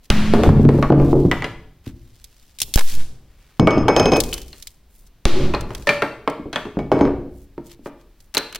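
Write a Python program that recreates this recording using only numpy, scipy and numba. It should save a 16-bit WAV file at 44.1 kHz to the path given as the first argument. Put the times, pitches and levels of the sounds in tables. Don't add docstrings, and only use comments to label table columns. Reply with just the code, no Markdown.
import sys
import numpy as np
from scipy import signal
from scipy.fft import rfft, irfft, next_fast_len
from scipy.io import wavfile
from scipy.ndimage import uniform_filter1d, minimum_filter1d
from numba import njit

SR = 44100
rng = np.random.default_rng(int(sys.argv[2]) if len(sys.argv) > 2 else 0)


def store_pcm(level_fs):
    pcm = np.round(np.clip(level_fs, -1, 1) * 32767).astype(np.int16)
    wavfile.write(sys.argv[1], SR, np.atleast_2d(pcm).T)


N = 378819

# t/s, crack level/dB, centre f/Hz, rise/(dB/oct), fall/(dB/oct), t60/s,
# air push/dB, room echo/dB, rumble/dB
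SLAM_HITS = [(0.102, 4.5, 2830, 3.5, 9.5, 0.083, 25, 4.5, -19),
             (2.758, -8, 4500, 12.5, -5, 0.053, 21.5, -12.5, -38),
             (5.2538, -20, 3630, 10, 13, 0.011, 13.5, -15, -20)]
# t/s, level/dB, centre f/Hz, fall/(dB/oct) (steeper for a softer contact)
THUNK_HITS = [(0.103, 11, 197.6, 23.5), (0.337, -1, 323.6, 7), (.388, -7, 458, 22), (0.435, -15.5, 432, 6),
              (0.463, -2, 144.5, 12.5), (0.474, -7, 141.2, 17), (0.491, -7, 190, 7.5),
              (0.652, -5, 201.3, 12.5), (.69, -10.5, 331.5, 9), (.902, -0.5, 390, 15.5),
              (.922, -5.5, 450, 12.5), (0.977, -8.5, 152.3, 26.5), (0.999, -15, 296, 10.5),
              (1.13, -8, 380, 19), (1.153, -17, 406, 22), (1.25, -14.5, 212, 14), (1.868, -29, 214, 22),
              (2.616, -37.5, 80, 5.5), (2.68, -50, 257, 9), (2.925, -26.5, 96, 11.5),
              (2.972, -35.5, 120, 10), (3.596, 0, 287, 17), (3.627, -4.5, 290, 14.5),
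              (4.057, -13, 306, 12.5), (4.121, -16.5, 302, 14), (3.774, -9, 314, 15), (3.672, 0, 800, 15),
              (3.882, 2, 650, 12), (3.964, -13.5, 560, 5), (5.256, -5, 315, 6.5), (5.345, -27, 165.3, 12.5),
              (5.376, -25, 192.7, 19), (5.398, -23, 400, 21.5), (5.706, -32.5, 470, 7.5),
              (6.393, -33, 336, 47), (6.457, -29, 373, 24.5), (6.654, -28, 304, 8.5), (6.77, -19, 299, 16),
              (6.79, -23, 322, 8.5), (6.917, -3.5, 400, 10), (6.924, -8.5, 330.5, 10),
              (6.964, -17, 384, 13), (6.991, -21, 385, 9), (7.01, -11, 393, 12.5), (7.053, -19, 300, 10),
              (7.076, -19, 356, 13), (7.793, -46.5, 328, 41.5)]
# start t/s, end t/s, bump level/dB, centre f/Hz
TUMBLE_SPANS = [(0.521, .81, -17, 245), (1.03, 1.25, -24, 255)]
# f/Hz, level/dB, t60/s
TIMBER_NOTES = [(157, -4.5, 0.1), (244, -10, 0.25), (331.5, -8.5, 0.25), (380.4, -1, 0.45), (433, -4, 0.22),
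                (493, -7.5, 0.17), (784, -6.5, 0.16)]
# t/s, level/dB of modes 1 to 4
FLOOR_HITS = [(0.1, 4.5, 10, -16, -20.5), (.463, -1.5, -8, -26.5, -25), (0.654, -3, -14, -25, -19.5),
              (0.904, 2, -21.5, -2, -10.5), (1.132, -10, -26, -18, -9.5), (5.35, -26, -21.5, -25, -13.5),
              (6.769, -26, -45, -30, -30), (7.011, -29, -31, -15, -21.5)]
# f/Hz, level/dB, t60/s
FLOOR_NOTES = [(140.2, 0, .65), (211, 0, .72), (280, 0, .75), (374, 0, .48)]
# t/s, level/dB, centre f/Hz, low note f/Hz, its gain/dB, high note f/Hz, its gain/dB,
# low note t60/s, gain of the hollow ring/dB
KNOCK_HITS = [(.826, -18, 1450, 614, -3.5, 1125, 5, 0.19, -4),
              (1.314, -18, 2100, 1980, 8, 2894, -6, 0.068, -13),
              (1.422, -27.5, 1857, 1966, 14, 4000, -21, 0.041, -18),
              (1.443, -26.5, 2640, 2025, 5, 2820, 5.5, 0.055, 10),
              (4.328, -40, 3250, 2660, 14, 3020, 20, 0.027, -12),
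              (4.53, -47.5, 4500, 2830, 10, 4200, 14.5, 0.029, -12.5),
              (5.538, -19, 1210, 1100, -13, 2500, -5.5, 0.1, 8),
              (5.548, -29, 2297, 1056, 10, 4200, 6.5, 0.073, -10),
              (5.871, -19, 2850, 579, 2.5, 1789, 2, 0.4, -5),
              (5.891, -16, 2800, 1820, 4, 2358, 9, 0.061, 6.5),
              (6.021, -15, 1530, 1373, 2.5, 1770, -7, 0.029, -4),
              (6.276, -17, 1190, 846, 4, 1054, 9, 0.021, 1.5),
              (6.529, -28, 3140, 3310, -3, 4080, -4, 0.048, -1),
              (6.559, -21.5, 2170, 1740, 4.5, 3326, 9, 0.054, 5),
              (7.579, -30.5, 481, 341.5, 4.5, 934, -8, 0.15, -10.5),
              (7.859, -30.5, 840, 369, 4.5, 810, -5, 0.089, -7.5),
              (7.868, -41.5, 1200, 287, 8, 1516, -11.5, 0.23, -7),
              (8.348, -30, 2980, 2460, -6, 4200, -3, 0.033, -18),
              (8.37, -22, 3420, 2610, -6, 4110, 16.5, 0.033, 8.5)]
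# f/Hz, level/dB, t60/s
BLOCK_NOTES = [(475, -9, 0.075), (579, -8, 0.073), (605, -14, 0.14), (834, -10, 0.077), (1060, -16.5, 0.12),
               (1830, -18, 0.087), (2500, -23.5, 0.08), (4136, -18.5, 0.087)]
# t/s, level/dB, place struck (0 end, 1 side)
STEEL_LANDINGS = [(3.597, -20, 0.5), (3.672, -16.5, 0.028), (3.707, -22.5, 0.63), (3.779, -30.5, 0.79),
                  (3.883, -7.5, 0.47), (3.964, -11, 0.9), (3.997, -10, 0.81), (4.03, -24, 1),
                  (4.057, -15.5, 0.88), (4.082, -30.5, 0.56), (4.119, -20.5, 0.91), (4.135, -23.5, 0.8),
                  (4.16, -24.5, 0.96), (6.792, -47, 0.19), (6.917, -24.5, 0.31), (7.01, -34.5, 0.49)]
# f/Hz, level/dB struck on the end, level/dB struck on the side, t60/s
STEEL_NOTES = [(2244, 12, -13.5, 0.23), (2520, -29.5, -2, 0.59), (3120, 5.5, 6.5, 0.02),
               (5290, -24.5, -11, 0.2), (5200, -18.5, 0.5, 0.26), (6355, -22.5, -4.5, 0.19),
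               (6370, -32.5, -12.5, 0.1)]
# t/s, level/dB, centre f/Hz, left minus right/dB
SPLINTER_SNAPS = [(2.775, -3.5, 1100, -6), (2.785, -12, 1090, -21), (2.792, -5.5, 4930, 6),
                  (2.809, -13, 1310, -3), (4.379, -37.5, 4360, -1), (5.609, -38.5, 5560, -0.5),
                  (5.749, -34, 4060, -1.5), (5.823, -47.5, 4800, 0), (6.299, -42.5, 4260, -2),
                  (8.341, -37.5, 4650, 11), (8.348, -26, 5900, 1), (8.369, -29, 2570, -3),
                  (8.378, -22, 5040, -1), (8.526, -40, 2500, 0), (8.548, -34.5, 3820, -2),
                  (8.557, -30.5, 3640, 0)]
# t/s, level/dB, left minus right/dB
FOIL_CRACKLES = [(2.242, -41.5, -3), (2.587, -36.5, 2.5), (2.602, -27.5, 2), (2.617, -12, -2),
                 (2.629, -23, 1.5), (2.739, -20.5, 2.5), (2.748, -31, 1.5), (4.167, -31.5, -0.5),
                 (4.203, -18.5, 7.5), (4.237, -31.5, 1.5), (4.253, -46, -8), (4.331, -29.5, 3),
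                 (4.34, -28, -2), (4.417, -42.5, -3), (4.481, -49.5, -0.5), (4.625, -39.5, -3.5),
                 (4.671, -35, 1), (8.204, -55, -2)]
# middle t/s, level/dB, half length/s, centre f/Hz
CRUMB_STROKES = [(0.05, -52.5, 0.011, 4640), (0.736, -49.5, 0.1, 4670), (1.101, -48, 0.18, 3800),
                 (1.88, -44.5, 0.018, 2200), (2.394, -59.5, 0.31, 4540), (2.907, -23, 0.028, 4600),
                 (2.998, -40.5, 0.017, 1900), (3.469, -59.5, 0.12, 2000), (4.285, -40, 0.095, 5970),
                 (4.58, -51, 0.096, 6990), (4.98, -55.5, 0.042, 11080), (5.07, -54, 0.0083, 7230),
                 (5.804, -50, 0.072, 4700), (7.393, -59, 0.043, 10000), (7.671, -53, 0.016, 7900),
                 (7.72, -46.5, 0.016, 3500), (7.866, -49, 0.015, 6000), (8.006, -62, 0.015, 2970),
                 (8.231, -62, 0.028, 9970)]
# f/Hz, t60/s
CABIN_DECAY = [(60, 1), (250, 0.7), (1000, 0.49), (3000, 0.53), (8000, 0.52), (15000, 0.32)]
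# f/Hz, gain/dB
CABIN_TONE = [(50, 11), (150, -2.5), (400, -0.5), (1000, 0), (3500, 0), (8000, -0.5), (15000, 7)]
# f/Hz, band level/dB
AIR_LEVELS = [(40, -58), (100, -69), (300, -72), (1000, -76.5), (4000, -74), (9000, -78), (14000, -73)]
# f/Hz, side minus mid/dB
STEREO_WIDTH = [(100, -26), (500, -26), (1000, -29.5), (2000, -18.5), (4000, -11.5), (8000, 2),
                (14000, -2.5)]
# f/Hz, left minus right/dB
STEREO_LEAN = [(500, 0.4), (4000, 0.65), (8000, 0.5), (13000, -2)]

BANDS_HZ = 40 * 2 ** (np.arange(18) / 2)
AGE = np.arange(SR) / SR


def slams(noise, push_s=0.0099, swing_hz=3.2, swing_s=.31):
    out = np.zeros((2, N))
    puff = np.tanh(AGE / 0.00069) ** 2 * np.exp(-(AGE / push_s) ** 2)
    swing = np.sin(2 * np.pi * swing_hz * AGE) * fade(AGE, t60=0.8) * np.exp(-(AGE / swing_s) ** 4)
    push = puff - 0.45 * swing
    for s, db, hz, rise, fall, t60, push_db, room_db, rumble_db in SLAM_HITS:
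        add(out, s, undb(db) * wood(noise, hz, rise, fall, t60, damping=0.31))
        add(out, s, undb(room_db) * wall_echo(noise, band_drive(hz, rise, fall)))
        add(out, s, undb(rumble_db) * rumble(noise))
        add(out, s + 0.0017, undb(push_db) * push)
    return out


def rumble(noise, swell_s=0.12):
    start = rng.integers(noise.shape[-1] - SR)
    shudder = np.tensordot(band_drive(hz=70, rise=4.5, fall=5.5), noise[..., start:start + SR], 1)
    return shudder * AGE / swell_s * np.exp(1 - AGE / swell_s)


def thunks(noise, bumps_per_s=22, scatter_db=2, scatter_octaves=.25):
    out = np.zeros((2, N))
    for s, db, hz, fall in THUNK_HITS:
        add(out, s, heavy_blow(noise, db, hz, fall))
    for start, end, db, hz in TUMBLE_SPANS:
        chance = rng.uniform(-1, 1, (round((end - start) * bumps_per_s), 3))
        for k, (late, strength, pitch) in enumerate(chance):
            s = start + (k + .5 + late / 2) / bumps_per_s
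            bump_hz = hz * 2 ** (scatter_octaves * pitch)
            add(out, s, heavy_blow(noise, db + scatter_db * strength, bump_hz, fall=14))
    return out


def heavy_blow(noise, db, hz, fall, rise=8.5):
    out = np.zeros((2, SR))
    thud_t60 = 0.15 * (303 / hz) ** 0.42
    drive = contact(np.array(TIMBER_NOTES)[:, 0], hz, rise, fall)
    add(out, 0, wood(noise, hz, rise, fall, t60=0.051, damping=1.0))
    add(out, 0, undb(-3) * wood(noise, hz, rise, fall, thud_t60, damping=0.1))
    add(out, 0, undb(-8) * ring(TIMBER_NOTES, drive, size_scatter=.1))
    return undb(db) * out


def hollow_floor(build_s=.012):
    out = np.zeros((2, N))
    for s, *mode_db in FLOOR_HITS:
        hum = ring(FLOOR_NOTES, undb(mode_db))
        add(out, s, hum * np.tanh(AGE[:len(hum)] / build_s))
    return out


def knocks(noise, rise=1.5, fall=10.5):
    out = np.zeros((2, N))
    for s, db, hz, *_, hollow_db in KNOCK_HITS:
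        add(out, s, undb(db) * wood(noise, hz, rise, fall, t60=0.08, damping=1.0))
        drive = contact(np.array(BLOCK_NOTES)[:, 0], hz, rise, fall)
        add(out, s, undb(db + hollow_db) * ring(BLOCK_NOTES, drive, size_scatter=0.084))
    return signal.sosfilt(signal.butter(2, 190, "highpass", fs=SR, output="sos"), out)


def knock_notes(twin_ratio=1.05, twin_db=-8):
    out = np.zeros((2, N))
    for s, db, _, low_hz, low_db, high_hz, high_db, t60, _ in KNOCK_HITS:
        for hz, note_db in (low_hz, low_db), (high_hz, high_db):
            life = t60 * np.sqrt(low_hz / hz)
            twins = [(hz, 0, life), (hz * twin_ratio, twin_db, life / 2)]
            add(out, s, ring(twins, undb(db + note_db)))
    return out


def steel_clinks(noise, free_end_s=0.14, free_side_s=0.029, stop_s=0.0027):
    out = np.zeros((2, N))
    for s, db, place in STEEL_LANDINGS:
        modes = [(hz, end + place * (side - end), t60) for hz, end, side, t60 in STEEL_NOTES]
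        clink = ring(modes, undb(db), detune_hz=8)
        free_s = np.interp(place, [0, 1], [free_end_s, free_side_s])
        hush = np.exp(-np.maximum(AGE[:len(clink)] - free_s, 0) / stop_s)
        tick = wood(noise, hz=3300, rise=26.0, fall=8.8, t60=0.039, damping=0.32)
        add(out, s, clink * hush)
        add(out, s, undb(db - 11) * tick)
    return out


def board_clatter(noise):
    out = np.zeros((2, N))
    for s, db, _ in STEEL_LANDINGS:
        add(out, s, undb(db + 9) * wood(noise, hz=610, rise=7, fall=13.0, t60=0.18, damping=0.25))
    return out


def splinters(noise):
    out = np.zeros((2, N))
    for s, db, hz, pan_db in SPLINTER_SNAPS:
        snap = wood(noise, hz, rise=6.5, fall=3.5, t60=0.029, damping=0.17)
        add(out, s, pan(db, pan_db) * snap)
    return out


def foil(noise):
    out = np.zeros((2, N))
    for s, db, pan_db in FOIL_CRACKLES:
        tick = wood(noise, hz=4130, rise=20, fall=1.3, t60=0.033, damping=0.13)
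        add(out, s, pan(db, pan_db) * tick)
    return out


def crumbs(spread_db=4.0, grain_samples=SR // 400):
    out = np.zeros((2, N))
    for s, db, half_s, hz in CRUMB_STROKES:
        strengths = undb(spread_db * rng.standard_normal(SR // grain_samples + 1))
        grains = uniform_filter1d(np.repeat(strengths, grain_samples), grain_samples // 2)[:SR]
        grains /= np.sqrt(np.mean(grains ** 2))
        start = max(s - .5, 0)
        swell = np.exp(-((start + AGE - s) / half_s) ** 2 / 2)
        hiss = stereo_noise(band_drive(hz, rise=10, fall=3.0), SR)
        add(out, start, undb(db) * swell * grains * hiss)
    return out


def cabin(sound, noise):
    even_drive = np.sqrt(BANDS_HZ * np.log(2) * 2 * np.log(1000) / on_bands(CABIN_DECAY)) / SR
    return signal.fftconvolve(sound, wall_echo(noise, even_drive), axes=1)[:, :N]


def wall_echo(noise, drive, build_s=0.0043):
    start = rng.integers(noise.shape[-1] - SR)
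    tails = noise[..., start:start + SR] * fade(AGE, on_bands(CABIN_DECAY)[:, None, None])
    return np.tensordot(drive * undb(on_bands(CABIN_TONE)), tails, 1) * (1 - np.exp(-AGE / build_s))


def still_air():
    return stereo_noise(undb(on_bands(AIR_LEVELS)), next_fast_len(N, True))[:, :N]


def wood(noise, hz, rise, fall, t60, damping, onset_cycles=0.21):
    t = AGE[:int(SR * np.clip(2 * t60, .03, .5))]
    start = rng.integers(noise.shape[-1] - SR // 2)
    life = t60 * np.clip((BANDS_HZ / hz) ** -damping, .1, 1.5)
    envelope = fade(t, life[:, None]) * np.tanh(np.outer(BANDS_HZ, t) / onset_cycles) ** 2
    bands = noise[..., start:start + len(t)] * envelope[:, None]
    early_level = np.sqrt(np.mean(bands[..., :SR // 50] ** 2, axis=(1, 2)))
    return np.tensordot(band_drive(hz, rise, fall) / early_level, bands, 1)


def ring(modes, drive, detune_hz=0.99, size_scatter=0.0):
    hz, db, t60 = np.transpose(modes)
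    detune, uneven = rng.standard_normal((2, len(hz)))
    hz = hz * (1 + size_scatter * rng.uniform(-1, 1)) + detune_hz * detune
    t = AGE[:int(SR * min(t60.max(), 1))]
    waves = np.sin(2 * np.pi * np.outer(hz, t).astype(np.float32)) * fade(t, t60[:, None])
    onset = np.tanh(t * 2 * hz.min())
    return (drive * undb(db + 2 * uneven)) @ waves * onset


def contact(f, hz, rise, fall):
    octaves = np.log2(f / hz)
    bass_loss = undb(-2 * rise * np.minimum(octaves, 0))
    treble_loss = undb(2 * fall * octaves)
    return np.sqrt(2 / (bass_loss + treble_loss))


def band_drive(hz, rise, fall):
    drive = contact(BANDS_HZ, hz, rise, fall)
    return drive / np.linalg.norm(drive)


def stereo_noise(drive, size):
    f = np.maximum(np.fft.rfftfreq(size, 1 / SR), 1)
    density = drive ** 2 * SR / (BANDS_HZ * np.log(2))
    curves = density, undb(on_bands(STEREO_WIDTH)), undb(on_bands(STEREO_LEAN) / 2)
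    power, width, lean = (np.interp(np.log(f), np.log(BANDS_HZ), curve) for curve in curves)
    mid, side = rfft(rng.standard_normal((2, size))) * np.sqrt(power / (1 + width ** 2))
    return irfft(np.array([(mid + width * side) * lean, (mid - width * side) / lean]), size)


def undb(db):
    return 10 ** (np.asarray(db) / 20)


def pan(db, pan_db):
    return undb(db + np.array([[.5], [-.5]]) * pan_db)


def on_bands(points):
    hz, value = np.transpose(points)
    return np.interp(np.log(BANDS_HZ), np.log(hz), value)


def fade(t, t60):
    return np.exp(-np.log(1000) * t / np.maximum(t60, 1e-3))


def add(track, s, sound):
    i = int(s * SR)
    track[:, i:i + sound.shape[-1]] += sound[..., :N - i]


@njit
def follow(peak, release):
    out, level = np.empty(len(peak)), 0.
    for i in range(len(peak)):
        level = peak[i] if peak[i] > level else level * (1 - release)
        out[i] = level
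    return out


def scene():
    noise = np.array([stereo_noise(band, 2 ** 16) for band in np.eye(len(BANDS_HZ))])
    air, slam, rustle = still_air(), slams(noise), crumbs()
    knock, note = knocks(noise), knock_notes()
    snap = splinters(noise) + foil(noise)
    clink, board = steel_clinks(noise), board_clatter(noise)
    thunk = thunks(noise)
    direct = slam + thunk + hollow_floor() + knock + note + snap + clink + board + rustle
    to_walls = (undb(-5.5) * thunk + undb(-5) * knock + undb(-10) * note
                + undb(-23.5) * snap + undb(-17) * clink + undb(-15) * board)
    return direct + cabin(to_walls, noise) + air


def record(dry, ceiling=0.91, release_s=0.1, top_hz=15900):
    envelope = follow(np.abs(dry).max(axis=0), 1 / (release_s * SR))
    gain = minimum_filter1d(ceiling / np.maximum(envelope, ceiling), size=64)
    gain = uniform_filter1d(uniform_filter1d(gain, size=40), size=40)
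    treble_cut = signal.ellip(8, .2, 70, top_hz, fs=SR, output="sos")
    return signal.sosfilt(treble_cut, np.clip(dry * gain, -1, 1))


dry = scene()
out = record(dry)
store_pcm(out)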